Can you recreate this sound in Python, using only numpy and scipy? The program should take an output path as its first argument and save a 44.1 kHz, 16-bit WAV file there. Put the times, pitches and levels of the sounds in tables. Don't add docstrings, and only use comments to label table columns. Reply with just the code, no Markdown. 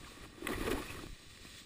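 import sys
import numpy as np
from scipy import signal
from scipy.fft import rfft, irfft
from scipy.io import wavfile
from scipy.ndimage import uniform_filter1d

SR = 44100
rng = np.random.default_rng(int(sys.argv[2]) if len(sys.argv) > 2 else 0)


def voltage_ratio(level):
    return 10 ** (np.asarray(level, float) / 20)


def to_wav(s):
    ch = np.atleast_2d(s).T
    pcm = np.round(np.clip(ch, -1, 1) * 32767)
    wavfile.write(sys.argv[1], SR, pcm.astype(np.int16))


N = 72765


def level(x):
    return x / np.sqrt(np.mean(x ** 2))


def curve(table, axis=1):
    points = np.array(table)
    return np.interp(np.arange(N) / SR, points[:, 0], points[:, axis])


def colour(x, table):
    hz, db = np.array(table).T
    log_hz = np.log(np.fft.rfftfreq(N, 1 / SR) + 1)
    return irfft(rfft(x) * voltage_ratio(np.interp(log_hz, np.log(hz), db)), N)


def ring(x, table):
    out = 0
    for k, (hz, width, db) in enumerate(table):
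        out = out + (-1) ** k * voltage_ratio(db) * signal.lfilter(*signal.iirpeak(hz, hz / width, SR), x)
    return out


def band(x, order, hz, kind="band"):
    return signal.sosfilt(signal.butter(order, hz, kind, fs=SR, output="sos"), x)


def walk(rate):
    hold = int(SR / rate)
    v = np.repeat(rng.standard_normal(N), hold)[:N]
    v = uniform_filter1d(uniform_filter1d(v, hold), hold)
    return v / v.std()


def grains(rate, spread_db):
    chance, sign, size = rng.random((3, N))
    clicks = (chance < rate / SR) * np.sign(sign - .5)
    return level(clicks * voltage_ratio(-spread_db * np.log(size + 1e-9)))


# (f/Hz, width/Hz, level/dB)
CASE_MODES = [(1141, 103, 4.5), (1702, 302, 2), (1895, 154, 4), (2452, 218, 1.5), (3014, 350, -13),
              (3430, 88, 0), (3980, 100, -12)]


def case(x):
    return ring(x, CASE_MODES) + voltage_ratio(-10) * x


# (t/s, pressure level/dB, lumpiness/dB)
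PRESSURE = [(0,-53,-1.5),(.16,-52.5,-7.5),(.248,-44.5,-6),(.28,-55.5,-3),(.41,-50,-5.5),(.478,-47,5.5),(.492,-40,9),(.535,-42,0.5),(.565,-41.5,-8.5),(.62,-40,0.5),(.675,-38.5,4),(.735,-45.5,9.5),(.79,-42,2),(.86,-47,-6),(.97,-45,-10.5),(1.015,-50,-2),(1.09,-57.5,-4),(1.65,-60,-1.5)]
# (f/Hz, width/Hz, level/dB)
HULL_MODES = [(227, 40, -0.5), (298.5, 20.8, 4.5), (340, 33, 1), (388, 27.2, 4), (430, 114, -4),
              (546, 117, -4), (863, 590, -13.5)]
# (f/Hz, level/dB per Hz)
RASP_COLOUR = [(500, 5.5), (1200, -5.5), (2500, -4), (4500, -12), (7000, -27.5), (10000, -5.5),
               (12000, -9.5), (15000, -13)]


def scrape():
    pressure_db, lumpy_db = curve(PRESSURE), curve(PRESSURE, axis=2)
    stutter = walk(46.23)
    hull = level(ring(grains(800, 1.8), HULL_MODES))
    hull_db = pressure_db + lumpy_db - 4.5 + 0.58 * stutter + 0.27 * walk(30.2)
    rasp = level(case(colour(grains(5000, 1.75), RASP_COLOUR)))
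    flicker_db = 1.2 * stutter + 1.3 * walk(90)
    rasp_db = 1.21 * (pressure_db + 41) - 43 - 3.5 + flicker_db
    return hull * voltage_ratio(hull_db) + rasp * voltage_ratio(rasp_db)


def damped_swings(events):
    out, t = np.zeros(N + 4096), np.arange(4096) / SR
    rise = 1 - np.exp(-t / 0.0015)
    for s, db, hz, t60 in events:
        i = int(s * SR)
        out[i:i + 4096] += voltage_ratio(db - 5.5) * np.sin(2 * np.pi * hz * t) * rise * 1000 ** (-t / t60)
    return out[:N]


# (t/s, peak level/dB, ring f/Hz, t60/s)
LUMPS = [(0.118,-30.5,457,0.012),(.173,-37.5,302,0.045),(0.237,-34,350,0.019),(0.328,-34,290,0.02),(0.378,-37.5,348,0.087),(0.422,-24,337,0.036),(.447,-26.5,315,0.045),(0.501,-31,272,0.05),(.484,-36,527,0.011),(0.5048,-19,308,.035),(.516,-23,360,0.038),(0.544,-30,300,0.023),(0.579,-20,340,0.021),(0.61,-21,303,0.046),(.651,-24.5,372,0.072),(.675,-20.5,452,0.076),(.692,-30,328,0.046),(0.713,-23,410,0.071),(0.732,-22,271,0.072),(0.748,-31,297,0.096),(0.766,-31,420,0.022),(.486,-26,830,.02),(.503,-24.5,693,0.018),(.756,-33,760,0.031),(.776,-30,868,0.048),(0.909,-43,252,0.026),(1.0345,-32,810,0.011),(1.066,-38,900,.006),(1.4505,-34.5,664,0.012),(1.4506,-34,206,0.018),(.988,-33,330,.03),(0.032,-39,280,0.061),(0.261,-44,315,0.057),(.948,-38.5,388,0.13),(1.037,-27,340,0.037),(1.068,-16.5,246,0.0061),(1.452,-28,330,0.01),(1.617,-31,218,0.012)]


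def knocks():
    return damped_swings(LUMPS)


# (t/s, peak level/dB, length/s, brightness/dB, rise/s)
SNAPS = [(0.487,-32,0.0038,-4,0.00091),(0.49,-43,0.0087,-2,0.003),(0.503,-32,0.0027,-5,0.0011),(0.51,-37,0.012,-5,0.003),(0.5174,-38,0.014,-3,0.0011),(0.531,-37,0.0071,-2,0.001),(0.605,-37,0.016,-6,0.002),(0.645,-53,0.0087,0,0.0033),(0.657,-40,0.013,-5,0.0011),(0.666,-33.5,0.012,-7,0.0015),(0.674,-34,0.0077,-5,0.002),(0.7044,-32.5,0.013,-4.5,0.0013),(0.71,-33.5,0.014,-5.5,0.0018),(0.724,-36,0.0092,2,0.0025),(0.764,-35,0.014,-3,0.017),(0.78,-44,0.019,2,0.004),(0.819,-37,0.009,-5,0.0015),(0.848,-45.5,0.026,2.5,.01),(0.897,-47,.03,4,.01),(0.695,-44,0.011,5,.004),(0.748,-49,0.013,-1,.004),(0.942,-38.5,0.0054,-3,0.00092),(1.036,-47.5,0.0058,-12,0.00045),(1.066,-39,0.002,-3,0.00039),(1.372,-41,0.0028,-5,0.00084),(1.448,-45.5,0.0041,-6,0.00046)]


def snaps():
    t, mid, top = np.arange(N) / SR, np.zeros(N), np.zeros(N)
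    for s, db, length, bright_db, rise in SNAPS:
        u = np.maximum(t - s, 0)
        env = voltage_ratio(db - 7) * (1 - np.exp(-u / rise)) * np.exp(-(u / length) ** 2)
        mid += env
        top += env * voltage_ratio(bright_db)
    noise = rng.standard_normal((2, N))
    low = band(mid * noise[0], 2, [600, 4000])
    high = band(top * noise[1], 4, 7200, "high")
    return 3.92 * case(low) + high


CRACK_S = .4697
# (f/Hz, width/Hz, level/dB)
PLATE_MODES = [(1118, 150, -4), (1560, 350, -6), (1975, 220, 0), (2560, 380, -5), (3200, 400, -8),
               (3850, 300, -13)]
# (f/Hz, width/Hz, level/dB)
FIZZ = [(8600, 1100, 1), (10000, 1000, 0), (13900, 1500, -.5)]


def crack():
    hold_s, decay_s, level_db, fizz_db = .0038, .0016, -24.5, -8
    splits_s = np.array([0, .002, .0035])
    u = np.arange(N) / SR - CRACK_S
    env = (u > 0) * np.exp(-np.maximum(u - hold_s, 0) / decay_s)
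    noise = env * rng.standard_normal(N)
    steps = np.zeros(N)
    steps[((CRACK_S + splits_s) * SR).astype(int)] = .65 ** np.arange(len(splits_s))
    body = band(ring(steps + .04 * noise, PLATE_MODES), 4, [850, 4000])
    fizz = sum(ring(ring(noise, [mode]), [mode]) for mode in FIZZ)
    return voltage_ratio(level_db) * (body / abs(body).max() + voltage_ratio(fizz_db) * fizz / abs(fizz).max())


# (t/s, length/s, f/Hz, level/dB)
SQUEAKS = [
    (.043, .007, 1650, -52),
    (.044, .006, 2050, -54),
    (.055, .035, 1170, -55),
    (.2, .012, 2050, -57),
    (.24, .025, 1150, -56),
    (.525, .03, 1920, -46),
    (.875, .05, 2520, -49),
    (.987, .014, 1150, -46),
]


def squeaks():
    t, noise, out = np.arange(N) / SR, rng.standard_normal(N), np.zeros(N)
    for s, length, hz, db in SQUEAKS:
        swell = np.sin(np.pi * np.clip((t - s) / length, 0, 1))
        out += voltage_ratio(db) * level(ring(noise, [(hz, 110, 0)])) * swell
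    return out


# (t/s, peak level/dB, swing f/Hz, up 1 or down -1)
JOLTS = [(0.214,-35,61,1),(.553,-25,60.7,1),(.613,-26,30,1),(0.744,-22.5,39.5,-1),(0.849,-38,40,1),(.925,-42,58,-1),(1.059,-28.5,109,1),(1.079,-36,45,-1),(1.099,-34,49,-1),(1.113,-33.5,25,1),(1.129,-31.5,90,-1),(1.28,-46,60,-1),(1.401,-43,29.8,1),(1.497,-41.5,72,-1)]


def jolts():
    return damped_swings([(s, db, hz * np.sign(way), 3 / hz) for s, db, hz, way in JOLTS])


# (t/s, level/dB)
GLIDE = [
    (0, -55.5),
    (.17, -58.5),
    (.255, -58.5),
    (.285, -62.5),
    (.44, -61),
    (.6, -54),
    (1.0, -55.5),
    (1.2, -59),
    (1.6, -53),
    (1.65, -59.5),
]
# (f/Hz, level/dB per Hz)
HISS_COLOUR = [(300, -15.5), (900, -19), (2000, -5), (4000, 3.5), (6000, -2), (8500, -1), (11500, -17.5),
               (14500, -8)]


def glide():
    flicker_db = .9 * walk(20) + .6 * walk(70)
    hiss = level(case(colour(grains(12000, 0.5), HISS_COLOUR)))
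    return hiss * voltage_ratio(curve(GLIDE) + flicker_db)


# (t/s, level/dB)
SHAKE = [(0,-55),(.17,-62.5),(.22,-51),(.33,-61),(.5,-51),(.6,-45),(.76,-46.5),(.82,-51),(.97,-49),(1.01,-52.5),(1.12,-56),(1.17,-61.5),(1.3,-58.5),(1.5,-59),(1.65,-64)]
# (f/Hz, level/dB)
RUMBLE_COLOUR = [(28, 0), (44, -1.5), (90, -2), (200, -9), (400, -21), (700, -39)]


def shake():
    rumble = level(colour(rng.standard_normal(N), RUMBLE_COLOUR))
    return rumble * voltage_ratio(curve(SHAKE) + 0.5 * walk(14.1))


# (f/Hz, level/dB)
KEPT = [(4000, -22), (5000, -12), (9500, -10), (10300, -3), (11500, 1), (13200, 1), (14000, -4),
        (15200, -7)]
# (f/Hz, half width/Hz, extra level/dB, dB per dB of loudness)
LOST_FIRST = [(5150, 60, 9, .6), (6050, 190, 15, 1.2), (6900, 60, 9, .6), (10450, 120, 8, 0),
              (11250, 210, 11, 0), (12050, 130, 9, 1.3), (12900, 210, 12, 0), (13650, 130, 11, 0)]


def thin_lines(x):
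    top_hz = 15230
    f, _, z = signal.stft(x, SR, nperseg=2048)
    treble_db = 10 * np.log10(np.sum(abs(z[f > 7000]) ** 2, axis=0) + 1e-12)
    loud_db = np.clip(treble_db - np.percentile(treble_db, 35), -3, 12)
    luck = np.repeat(rng.standard_normal((len(f) // 12 + 1, z.shape[1])), 12, axis=0)[:len(f)]
    floor_db = np.interp(f, *np.array(KEPT).T)[:, None] - 1.1 * loud_db + 4.5 * luck
    for hz, half_width, db, follow in LOST_FIRST:
        floor_db = floor_db + (abs(f - hz) < half_width)[:, None] * (db + follow * loud_db)
    near = np.sqrt(abs(uniform_filter1d(abs(z) ** 2, size=60, axis=0)))
    kept = (abs(z) > near * voltage_ratio(floor_db)) * (f < top_hz)[:, None]
    around_crack = np.exp(-((np.arange(N) / SR - CRACK_S - .003) / .004) ** 2)
    top = band(x * around_crack, 6, [top_hz, 16100])
    return signal.istft(z * kept, SR, nperseg=2048)[1][:N] + top


def scene():
    patch = scrape() + knocks() + snaps() + crack() + squeaks()
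    return (patch + jolts() + glide() + shake())[None]


def band_limit(x):
    return signal.sosfilt(signal.butter(12, 16330, fs=SR, output="sos"), x)


# (f/Hz, width/Hz)
NOTCHES = [(6050, 175), (12050, 1140)]


def record(dry):
    x = dry[0]
    for hz, width in NOTCHES:
        x = signal.lfilter(*signal.iirnotch(hz, hz / width, SR), x)
    mix = thin_lines(x)[None]
    return band_limit(mix)


dry = scene()
out = record(dry)
to_wav(out)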